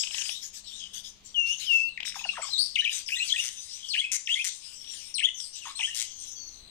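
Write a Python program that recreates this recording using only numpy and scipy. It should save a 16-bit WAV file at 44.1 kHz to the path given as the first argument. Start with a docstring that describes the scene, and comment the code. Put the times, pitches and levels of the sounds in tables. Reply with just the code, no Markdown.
"""A pet starling sings on a sofa arm in a small furnished room, close to the left microphone port.
The oscillating membrane of its syrinx, filtered by the throat, gives two long whistles, reedy babble and
seven warbles built of hooks, scoops, climbs, crests and soft undertones. Between them come husky slurs,
swept chirps and ticks, band-filtered hiss, and dry rattles whose puffs excite resonances of the beak.
The room hums faintly and reverberates briefly. Table levels are relative, before gains and filters."""
import sys
import numpy as np
from scipy import signal
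from scipy.fft import rfft, irfft, next_fast_len
from scipy.io import wavfile
from scipy.ndimage import uniform_filter1d, map_coordinates

SR = 44100
rng = np.random.default_rng(int(sys.argv[2]) if len(sys.argv) > 2 else 0)


def file_out(sig):
    """Save sig as 16-bit WAV at sys.argv[1]."""
    # one column per channel
    cols = np.atleast_2d(sig).T
    # limit, then scale
    lim = np.clip(cols, -1, 1)
    pcm = np.round(lim * 32767).astype(np.int16)
    wavfile.write(sys.argv[1], SR, pcm)


N = 295459

# Contours of the two long whistles, each a list of: t/s, f/Hz, level/dB
WHISTLES = [
    [(1.343, 3330, -39), (1.357, 2963, -30.5), (1.379, 2827, -23.5), (1.447, 2730, -26.5),
     (1.513, 2790, -25.5), (1.521, 2927, -30.5), (1.561, 2970, -48), (1.57, 2980, -44)],
    [(1.665, 3300, -36), (1.677, 3120, -32.5), (1.703, 2820, -22.5), (1.729, 2720, -20),
     (1.803, 2619, -25.5), (1.855, 2708, -30), (1.885, 2675, -34.5), (1.905, 2920, -45)],
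]
# Short arched pips: t/s, duration/s, top f/Hz, level/dB
PIPS = [(2.191, 0.0133, 2660, -37), (2.239, 0.014, 2874, -31.5), (2.289, 0.0142, 2800, -23.5),
        (2.419, 0.03, 7970, -37.5), (5.754, 0.034, 8620, -44)]
# Thin glides near the end: t/s, duration/s, start f/Hz, end f/Hz, level/dB
THIN_GLIDES = [(6.355, .14, 4564, 4400, -46.5), (6.358, 0.038, 3450, 3170, -53.5)]
def whistles():
    """Nearly sinusoidal oscillation: weak harmonics and little jitter give a pure tone."""
    notes = list(WHISTLES) + [arch(*row) for row in PIPS] + [slur(*row) for row in THIN_GLIDES]
    return amp(5.5) * syrinx(notes, [-38, -40], jitter=.002, jitter_rate=400, shimmer_db=.4)


# High hooks that open a warble, one (10070 Hz at 5.149 s) sounding an octave above the hook beside it: t/s,
# duration/s, start f/Hz, settled f/Hz, level/dB
HOOKS = [(1.974, 0.0105, 3250, 1784, -31), (2.499, 0.027, 5300, 3860, -36),
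         (2.532, 0.044, 4190, 3710, -26.5), (3.276, 0.033, 5540, 3900, -34),
         (3.886, 0.02, 6380, 4640, -34.5), (3.901, 0.0261, 5330, 4070, -29),
         (5.14, 0.013, 6440, 5030, -29.5), (5.149, 0.057, 10070, 8100, -36.5),
         (5.149, 0.03, 4600, 4010, -31.5)]
# Diving scoops: t/s, duration/s, bottom f/Hz, end f/Hz, level/dB
SCOOPS = [(2.754, 0.032, 2020, 2600, -21), (2.842, .042, 2324, 2770, -23.5), (2.915, .014, 1670, 1990, -31),
          (3.085, 0.024, 1554, 3260, -27.5), (3.291, 0.03, 3070, 4250, -30.5),
          (3.359, .014, 2460, 2600, -25.5), (3.932, 0.024, 2355, 3380, -25.5),
          (3.942, 0.026, 1602, 2780, -22.5), (4.271, 0.025, 1747, 2650, -25.5),
          (5.18, 0.0191, 2190, 4000, -26), (5.199, 0.029, 1734, 2470, -22.5),
          (5.79, 0.015, 2345, 3350, -28.5), (5.805, 0.028, 1963, 2630, -26)]
# Loud rising notes: t/s, duration/s, start f/Hz, end f/Hz, level/dB
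CLIMBS = [(2.787, 0.023, 2814, 3040, -20), (2.893, 0.0062, 2690, 3120, -22),
          (3.119, 0.031, 2450, 2950, -26.5), (3.198, 0.038, 2486, 2903, -26),
          (3.32, 0.012, 3175, 3440, -18.5), (3.381, 0.027, 2570, 2984, -25.5),
          (3.972, 0.024, 2644, 3196, -25), (3.996, .013, 3220, 3365, -21), (4.04, .014, 2510, 2620, -27),
          (4.064, 0.054, 2537, 2560, -40), (4.291, 0.047, 2620, 3350, -24.5),
          (4.339, 0.0095, 3280, 3460, -20), (4.39, 0.03, 2300, 2780, -28.5),
          (5.227, 0.0145, 2590, 2940, -24), (5.239, 0.0232, 3016, 3520, -17.5),
          (5.286, 0.0089, 2980, 2990, -22.5), (5.83, 0.032, 2722, 3330, -24),
          (5.9, 0.05, 2837, 2846, -37.5)]
# High turns between the climbs: t/s, duration/s, top f/Hz, level/dB
CRESTS = [(2.521, 0.017, 4180, -31), (2.738, 0.018, 4450, -45), (2.807, 0.011, 4000, -31),
          (3.15, 0.029, 3700, -32), (3.183, 0.021, 4200, -33), (3.311, 0.0094, 4150, -34),
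          (3.924, 0.0094, 4690, -29), (3.991, 0.011, 4100, -35), (4.258, 0.019, 5800, -40),
          (4.416, 0.012, 3250, -31.5), (5.751, .036, 4300, -40)]
# Soft low notes after each main climb: t/s, centre f/Hz, level/dB
UNDERTONES = [(2.82, 1820, -40), (3.164, 1960, -40), (3.338, 1891, -39), (4.011, 2170, -38.5),
              (4.355, 2126, -32.5), (5.267, 2015, -41.5), (5.873, 1818, -43.5)]
def warbles(undertone_s=.027, undertone_rise=.06):
    """Frequency modulation: swift glides form the syllables, and jitter and buzz roughen them."""
    kinds = [(hook, HOOKS), (scoop, SCOOPS), (climb, CLIMBS), (arch, CRESTS)]
    notes = [shape(*row) for shape, rows in kinds for row in rows]
    for start, hz, db in UNDERTONES:
        half_rise = hz * undertone_rise / 2
        notes.append(climb(start, undertone_s, hz - half_rise, hz + half_rise, db))
    return amp(3.5) * syrinx(notes, [-23, -31], jitter=.018, jitter_rate=700, shimmer_db=1.37, buzz=.18)


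# Low hooked notes: t/s, duration/s, start f/Hz, settled f/Hz, level/dB
BABBLE = [(2.156, 0.016, 1416, 776, -43), (2.209, 0.012, 1450, 834, -49), (2.249, 0.017, 1080, 692, -44.5),
          (2.332, 0.024, 1270, 1100, -55), (2.354, .01, 2010, 1610, -47), (2.366, .022, 2337, 870, -38.5),
          (2.382, 0.025, 902, 627, -44.5), (2.407, 0.0073, 656, 980, -40), (2.417, .012, 2510, 2110, -39),
          (2.424, 0.0364, 1480, 1064, -43.5), (2.486, 0.01, 900, 810, -51.5),
          (5.614, 0.0417, 3140, 2590, -45), (5.654, 0.022, 1295, 896, -45.5),
          (5.68, 0.035, 1047, 1132, -50.5), (5.792, 0.026, 1094, 832, -52.5)]
def babble():
    """Strong harmonics over a low, buzzing fundamental give a reedy timbre."""
    notes = [hook(*row) for row in BABBLE]
    return amp(4.5) * syrinx(notes, [-7, -14, -18], jitter=.018, jitter_rate=610, shimmer_db=3.5, buzz=.23)


# Husky glides: t/s, duration/s, start f/Hz, end f/Hz, level/dB
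SLURS = [(0.169, 0.065, 5650, 5950, -35.5), (0.25, 0.066, 5180, 4620, -39), (0.294, .12, 3390, 3960, -40.5),
         (0.636, 0.096, 4500, 3120, -44.5), (0.714, 0.088, 3500, 3860, -42.5),
         (0.791, 0.088, 3400, 2960, -40.5), (1.247, 0.031, 7550, 7260, -48),
         (1.352, 0.2, 6130, 6000, -48.5), (1.571, 0.025, 7100, 5970, -40.5),
         (1.596, 0.066, 4500, 3400, -38.5), (1.729, 0.26, 5830, 3720, -52), (2.245, 0.1, 4900, 3610, -42.5),
         (2.576, 0.061, 4146, 4820, -23), (2.616, 0.06, 4920, 5020, -34.5), (3.061, .04, 5420, 4920, -35.5),
         (5.342, 0.14, 6600, 4390, -38.5), (5.55, 0.049, 8300, 7250, -44), (6.035, 0.47, 6300, 6050, -45.5),
         (6.287, 0.32, 6150, 6100, -49), (6.479, 0.34, 4250, 3920, -51.5)]
def husky_slurs():
    """Fast random frequency modulation broadens a tone into a narrow band of hiss."""
    notes = [slur(*row) for row in SLURS]
    return amp(3) * syrinx(notes, [-15], jitter=.0494, jitter_rate=1400, shimmer_db=3.5)


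# Transfer function of the throat: f/Hz, gain/dB
VOCAL_TRACT = [(4500, 1), (7000, 4), (8400, 5), (9800, 3.5), (11000, -8), (12500, -9), (15000, -1)]
def song():
    """Source and filter: the throat weights the partials of the syrinx."""
    source = whistles() + warbles() + babble() + husky_slurs()
    return filtered(source, lambda hz: amp(along(VOCAL_TRACT, hz)))


BAND_LIMIT_HZ = 15650
def syrinx(notes, overtones_db, jitter, jitter_rate, shimmer_db, buzz=0):
    """A membrane oscillates in harmonics, fluctuating in frequency (jitter) and amplitude (shimmer)."""
    out = np.zeros(N)
    for note in notes:
        start, gate, (hz, db) = curves(note)
        n = len(hz)
        hz = hz * (1 + jitter * wobble(n, jitter_rate))
        flap = np.sin(phase_of(140 + 20 * wobble(n, 19.9)))  # a slow flap of the membrane makes the buzz
        phase = phase_of(hz * (1 + buzz * flap / 10))
        wave = np.sin(phase)
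        for k, level in enumerate(overtones_db, 2):
            wave += amp(level) * np.sin(k * phase) * (k * hz < BAND_LIMIT_HZ)
        envelope = gate * amp(db + shimmer_db * wobble(n, 345.2))
        add(out, start, envelope * (1 + buzz * flap) * wave)
    return out


def syllable(start, length, db, pitch, tilt_db=0, gain_db=lambda u, hz: 0, attack_s=.001, release_s=.0028):
    """Attack, sloping hold and release of a note, as t/s, f/Hz, level/dB; u runs from 0 to 1."""
    u = np.linspace(0, 1, 80)
    t, hz = u * length, pitch(u)
    edges = np.clip(np.minimum(t / attack_s, (length - t) / release_s), .1, 1)
    level = db + tilt_db * (u - .5) + 20 * np.log10(edges) + gain_db(u, hz)
    return np.transpose([start + t, hz, level])


def hook(start, length, from_hz, settled_hz, db):
    """Exponential relaxation of pitch, with a time constant of a quarter of the note."""
    pitch = lambda u: settled_hz + (from_hz - settled_hz) * np.exp(-u / .25)
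    return syllable(start, length, db, pitch, tilt_db=-4.5)


# Throat resonance that a scoop sweeps through: f/Hz, gain/dB
THROAT_RESONANCE = [(1500, -26), (2000, -12.5), (2500, -3), (3000, 4.5), (3400, -0.5), (4100, -9)]
def scoop(start, length, bottom_hz, end_hz, db, from_hz=4086, dive_share=.6):
    """Swept resonance: the pitch dives and turns up, and the note flares near the throat's peak."""
    height = lambda u: np.interp(u, [0, dive_share, 1], [1, 0, 1]) ** 1.6
    pitch = lambda u: bottom_hz * (np.where(u < dive_share, from_hz, end_hz) / bottom_hz) ** height(u)
    resonance = lambda u, hz: along(THROAT_RESONANCE, hz)
    return syllable(start, length, db, pitch, tilt_db=5.5, gain_db=resonance)


def climb(start, length, from_hz, to_hz, db):
    """Linear sweep: frequency and level rise together."""
    return syllable(start, length, db, lambda u: from_hz + (to_hz - from_hz) * u, tilt_db=3)


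def arch(start, length, top_hz, db, sag=.128):
    """Parabolic sweep: the pitch rises to a top and sinks again."""
    return syllable(start, length, db, lambda u: top_hz * (1 - sag * (2 * u - 1) ** 2))


def slur(start, length, from_hz, to_hz, db, edge_db=-7.5):
    """Exponential sweep: an even glide, strongest in its middle."""
    pitch = lambda u: from_hz * (to_hz / from_hz) ** u
    return syllable(start, length, db, pitch, gain_db=lambda u, hz: edge_db * (2 * u - 1) ** 2)


# Opening run of falling chirps: start t/s, end t/s, period/s
TRILL_TIMING = (.037, .31, .0367)
# Each chirp of the run: start f/Hz, end f/Hz, duration/s
TRILL_SWEEP = (4240, 2060, .011)
# Ticks, very swift upward sweeps: centre t/s, level/dB, start f/Hz
TICKS = [(2.005, -26.5, 1597), (2.032, -28.5, 1780), (2.054, -31.5, 1340), (2.079, -34.5, 1190),
         (2.101, -44, 1130), (2.124, -36.5, 1350), (2.146, -41, 980), (4.811, -50, 2560),
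         (4.847, -43.5, 2380), (4.877, -39.5, 2270), (4.907, -40.5, 2420), (4.939, -40, 2180),
         (5.403, -34, 2690)]
def chirps_and_ticks(tick_end_hz=4600, tick_s=.01, scatter_db=2, pop_db=-14):
    """Swept transients: each is one swift glide of the membrane, let go with a soft pop."""
    out = np.zeros(N)
    trill = [(t, -27.5 + scatter_db * rng.normal(), *TRILL_SWEEP) for t in np.arange(*TRILL_TIMING)]
    ticks = [(*row, tick_end_hz, tick_s) for row in TICKS]
    pop_spectrum = [(400, -18.5), (800, -5), (1500, -8.5), (4000, 5.5), (9000, -18), (12000, -70)]
    for centre, db, from_hz, to_hz, length in trill + ticks:
        n = int(length * SR)
        sweep = np.sin(phase_of(np.geomspace(from_hz, to_hz, n)))
        pop = amp(pop_db) * noise(pop_spectrum, n)
        add(out, int((centre - length / 2) * SR), amp(db + 4.5) * np.hanning(n) * (sweep + pop))
    return out


# Pulse trains: start t/s, end t/s, rate/Hz, first level/dB, middle level/dB, last level/dB
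RATTLES = [(2.931, 2.992, 198, -28.5, -30.5, -32.5), (3.441, 3.49, 125, -28, -27.5, -30),
           (4.119, 4.168, 210.4, -22, -22.5, -21.5), (4.445, 4.495, 190, -21.5, -24, -28),
           (5.948, 6.028, 115, -28, -26.5, -23.5)]
# Noise spectrum of a rattle: f/Hz, level/dB
BEAK_SPECTRUM = [(530, -51), (900, -26.5), (1210, -73), (1420, -15.5), (1670, -25), (2070, -4.5),
                 (2420, -14.5), (2930, -5.5), (4600, -7), (6120, 3), (8150, -4), (9980, -7.5), (11000, -28),
                 (12400, -16), (15500, -34)]
def rattles(puff_sigma_s=.001, scatter_s=.0003, scatter_db=1):
    """Pulsed excitation: the syrinx snaps open; each puff sounds noise and two beak resonances."""
    puffs, t = np.zeros(N), np.arange(-SR // 250, SR // 250) / SR
    puff = np.exp(-.5 * (t / puff_sigma_s) ** 2)
    for start, end, rate, *levels in RATTLES:
        for centre in np.arange(start, end, 1 / rate):
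            db = np.interp(centre, np.linspace(start, end, len(levels)), levels)
            db += scatter_db * rng.normal()
            add(puffs, int((centre + t[0] + scatter_s * rng.normal()) * SR), amp(db) * puff)
    modes = [(6150, .5), (8200, -22.5)]  # wandering resonances: f/Hz, level/dB
    ring = sum(amp(db) * np.sin(phase_of(hz * (1 + .026 * wobble(N, 250)))) for hz, db in modes)
    rush = shifting_resonances(noise(BEAK_SPECTRUM), depth_db=2.5)
    return amp(2) * puffs * (rush + amp(-5) * ring)


# Hiss spectra of the throat, the open beak and the top band: f/Hz, level/dB
THROAT_BAND = [(700, -55.5), (1800, -18.5), (2500, -11), (3300, 1), (4200, -6), (5300, 1), (6100, 0),
               (6800, -2.5), (7800, -24), (10000, -71)]
GAPE_BAND = [(5000, -66), (6600, -8), (7400, 8), (8400, 13), (10000, -2), (11000, -64), (14000, -39)]
TOP_BAND = [(8000, -25), (10500, 0.5), (12200, -2.5), (13500, -5.5), (15500, -11.5)]
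# Sharp spits and softer swells: t/s, duration/s, throat level/dB, gape level/dB
SPITS = [(.25, 0.19, -39, -45), (.413, 0.095, -37, -42), (.525, 0.1, -38.5, -47.5), (.928, 0.098, -34, -41),
         (1.03, 0.096, -40.5, -48.5), (1.452, .14, -36, -47), (1.58, .14, -34, -44.5),
         (1.68, 0.18, -37.5, -47.5), (2.044, 0.092, -33.5, -42.5), (2.137, .12, -35.5, -47.5),
         (2.569, 0.17, -46, -45.5), (2.89, 0.16, -32.5, -44), (3.07, 0.17, -39.5, -42),
         (3.365, .19, -31.5, -43), (5.52, .13, -40.5, -56), (5.94, .15, -34, -36.5)]
SWELLS = [(-.05, 0.2, -34, -38.5), (.1, 0.24, -30.5, -35), (.635, 0.18, -46, -47.5),
          (.74, 0.25, -45.5, -56.5), (1.225, 0.15, -51.5, -56.5), (2.23, 0.32, -41.5, -50),
          (2.4, 0.22, -38, -46), (2.66, 0.47, -46.5, -52.5), (3.2, 0.21, -33.5, -35.5),
          (3.51, 0.26, -43, -43.5), (3.68, 0.22, -38.5, -46.5), (3.83, 0.29, -44.5, -46),
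          (4.26, 0.25, -39.5, -42.5), (4.46, 0.21, -44, -47), (4.6, 0.25, -43, -46),
          (4.79, 0.19, -44.5, -48.5), (4.88, 0.29, -39.5, -43.5), (5.35, 0.2, -44.5, -43.5),
          (5.625, 0.13, -37.5, -42), (5.73, 0.27, -41, -43.5), (6.05, 0.2, -51.5, -72),
          (6.16, 0.21, -44.5, -48.5)]
def hiss(grain_db=.1, grain_rate=450):
    """Filtered noise in three bands of the throat and beak; the top band follows the gape."""
    out, t = np.zeros(N), np.arange(N) / SR
    bands = np.array([noise(THROAT_BAND), noise(GAPE_BAND), noise(TOP_BAND)])
    for rows, peak_share, top_db in [(SPITS, .24, -7.5), (SWELLS, .31, -17)]:
        for start, length, throat_db, gape_db in rows:
            on = (t > start) & (t < start + length)
            ramp = np.interp((t[on] - start) / length, [0, peak_share, 1], [0, 1, 0])
            rush = amp([throat_db, gape_db, gape_db + top_db]) @ bands[:, on]
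            out[on] += np.sin(np.pi / 2 * ramp) ** 1.29 * rush
    return amp(1.5) * shifting_resonances(out, depth_db=5.5) * unit(amp(grain_db * wobble(N, grain_rate)))


def shifting_resonances(x, depth_db):
    """Time-varying filter: narrow resonances come and go swiftly as throat and beak move."""
    spectra = signal.stft(x, nperseg=512)[2]
    field = rng.standard_normal(spectra.shape)
    for _ in range(2):  # smooth over frequency, then time
        field = uniform_filter1d(uniform_filter1d(field, size=5, axis=0), size=8, axis=1)
    return signal.istft(spectra * unit(amp(depth_db * unit(field))), nperseg=512)[1][:N]


# Reverberation time of the furnished room: f/Hz, T60/s
REVERB_TIME = [(300, 0.24), (3000, 0.31), (7000, 0.49), (14000, 0.02)]
def room(x, echo_delay_s=.0075, echo_db=-3):
    """Reflection and reverberation: one echo from a nearby table, then an exponential decay per band."""
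    hz, t, spectra = signal.stft(rng.standard_normal(SR // 2), SR, nperseg=256)
    decay = amp(-60 * t / along(REVERB_TIME, hz)[:, None])
    response = signal.istft(spectra * decay, SR, nperseg=256)[1]
    response /= np.linalg.norm(response)
    response[0] += amp(echo_db)
    return signal.fftconvolve(x, np.pad(response, (int(echo_delay_s * SR), 0)))[:N]


# Envelopes of the hum and the low room noise: t/s, level/dB
HUM_LEVEL = [(.5, -76.5), (.7, -69), (1.3, -70.5), (1.55, -75.5), (1.8, -71), (2.35, -65), (2.5, -87)]
RUMBLE_LEVEL = [(.3, -68.5), (.8, -65.5), (1.5, -64.5), (3.3, -68), (3.7, -72.5), (4.3, -78), (4.9, -66),
                (5.4, -72.5), (6.6, -61)]
# Spectrum of the still air: f/Hz, level/dB
AIR_SPECTRUM = [(13, -5), (22, 13), (76, -5), (489, -4.5), (1110, 4.5), (1460, -2), (3330, 10.5),
                (4630, 6.5), (5930, -26), (8480, -75), (10800, -47), (12400, -38), (15500, -47)]
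def background(hum_hz=198):
    """A wavering hum and a rumble are coherent at both ports; faint air noise is incoherent."""
    t = np.arange(N) / SR
    hum = fader(HUM_LEVEL) * np.sin(2 * np.pi * hum_hz * t + .49 * wobble(N, 1.9))
    low_spectrum = [(25, 4), (70, -.5), (130, -7.5), (300, -10.5), (1000, -22), (3000, -25), (15000, -34.5)]
    rumble = fader(RUMBLE_LEVEL) * noise(low_spectrum)
    air = [amp(-66) * noise(low_spectrum) + amp(-62) * noise(AIR_SPECTRUM) for port in range(2)]
    return rumble + hum + np.array(air)


def amp(db):
    """Decibels to amplitude ratio."""
    return 10 ** (np.asarray(db) / 20)


def unit(x):
    """Normalisation to rms 1."""
    return x / np.sqrt(np.mean(x ** 2) + 1e-20)


def phase_of(hz):
    """Phase is the time integral of frequency."""
    return 2 * np.pi * np.cumsum(hz) / SR


def along(points, hz):
    """Interpolation of (f/Hz, value) points on a logarithmic frequency axis."""
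    f, values = np.transpose(points)
    return np.interp(np.log(hz + 1), np.log(f + 1), values)


def fader(points):
    """Gain at every sample from (t/s, level/dB) points."""
    return amp(np.interp(np.arange(N) / SR, *np.transpose(points)))


def curves(rows):
    """First sample, soft gate and smoothly interpolated columns of a note."""
    times, *columns = np.transpose(rows)
    times = np.maximum.accumulate(np.maximum(times, 0))
    start = int(times[0] * SR)
    t = np.arange(start, int(times[-1] * SR) + SR // 500) / SR
    gate = np.clip(np.minimum(t - t[0], t[-1] - t) / .002, 0, 1)
    return start, gate, [uniform_filter1d(np.interp(t, times, c), size=110) for c in columns]


def add(track, start, x):
    """Superposition of x on the track from a sample on."""
    part = track[max(start, 0):][:len(x)]
    part += x[:len(part)]


def wobble(n, rate):
    """A random spline of n samples, with rate knots a second."""
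    return map_coordinates(rng.standard_normal(int(n * rate / SR) + 4), [np.arange(n) * rate / SR])


def filtered(x, response):
    """Linear filtering: the spectrum of x times a frequency response."""
    n = x.shape[-1]
    padded = next_fast_len(n + 8192)
    return irfft(rfft(x, padded) * response(np.fft.rfftfreq(padded, 1 / SR)), padded)[..., :n]


def noise(spectrum, size=N):
    """Noise of rms 1, coloured by (f/Hz, level/dB) points."""
    return unit(filtered(rng.standard_normal(size), lambda hz: amp(along(spectrum, hz))))


# Shading of the right port: f/Hz, gain/dB
PORT_SHADOW = [(200, 5), (900, -4), (1600, 1), (2800, -9), (4000, -12), (6000, -19.5), (8500, -33),
               (12500, -14)]
# Change at the right port as the head turns: t/s, gain/dB
HEAD_TURN = [(0, -6), (1.8, -6.5), (2.3, -3.5), (2.8, -3), (3.25, -0.5), (3.9, -0.5), (4.35, 0.5),
             (4.8, -10), (5.25, -5), (5.85, 0.5), (6.7, -7)]
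def scene(lag_s=.0001):
    """Acoustic shadow: the bird faces the left port; the right is shaded, later and more reverberant."""
    bird = song() + chirps_and_ticks() + rattles() + hiss()
    left = bird + amp(-11.5) * room(bird)
    right = amp(-1.5) * bird + amp(-6) * room(bird)
    shade_and_delay = lambda hz: amp(along(PORT_SHADOW, hz)) * np.exp(-2j * np.pi * hz * lag_s)
    right = filtered(right, shade_and_delay) * fader(HEAD_TURN)
    return np.array([left, right]) + background()


def record(dry):
    """Ideal low-pass filter: nothing passes above the band limit."""
    return filtered(dry, lambda hz: hz < BAND_LIMIT_HZ)


dry = scene()
out = record(dry)
file_out(out)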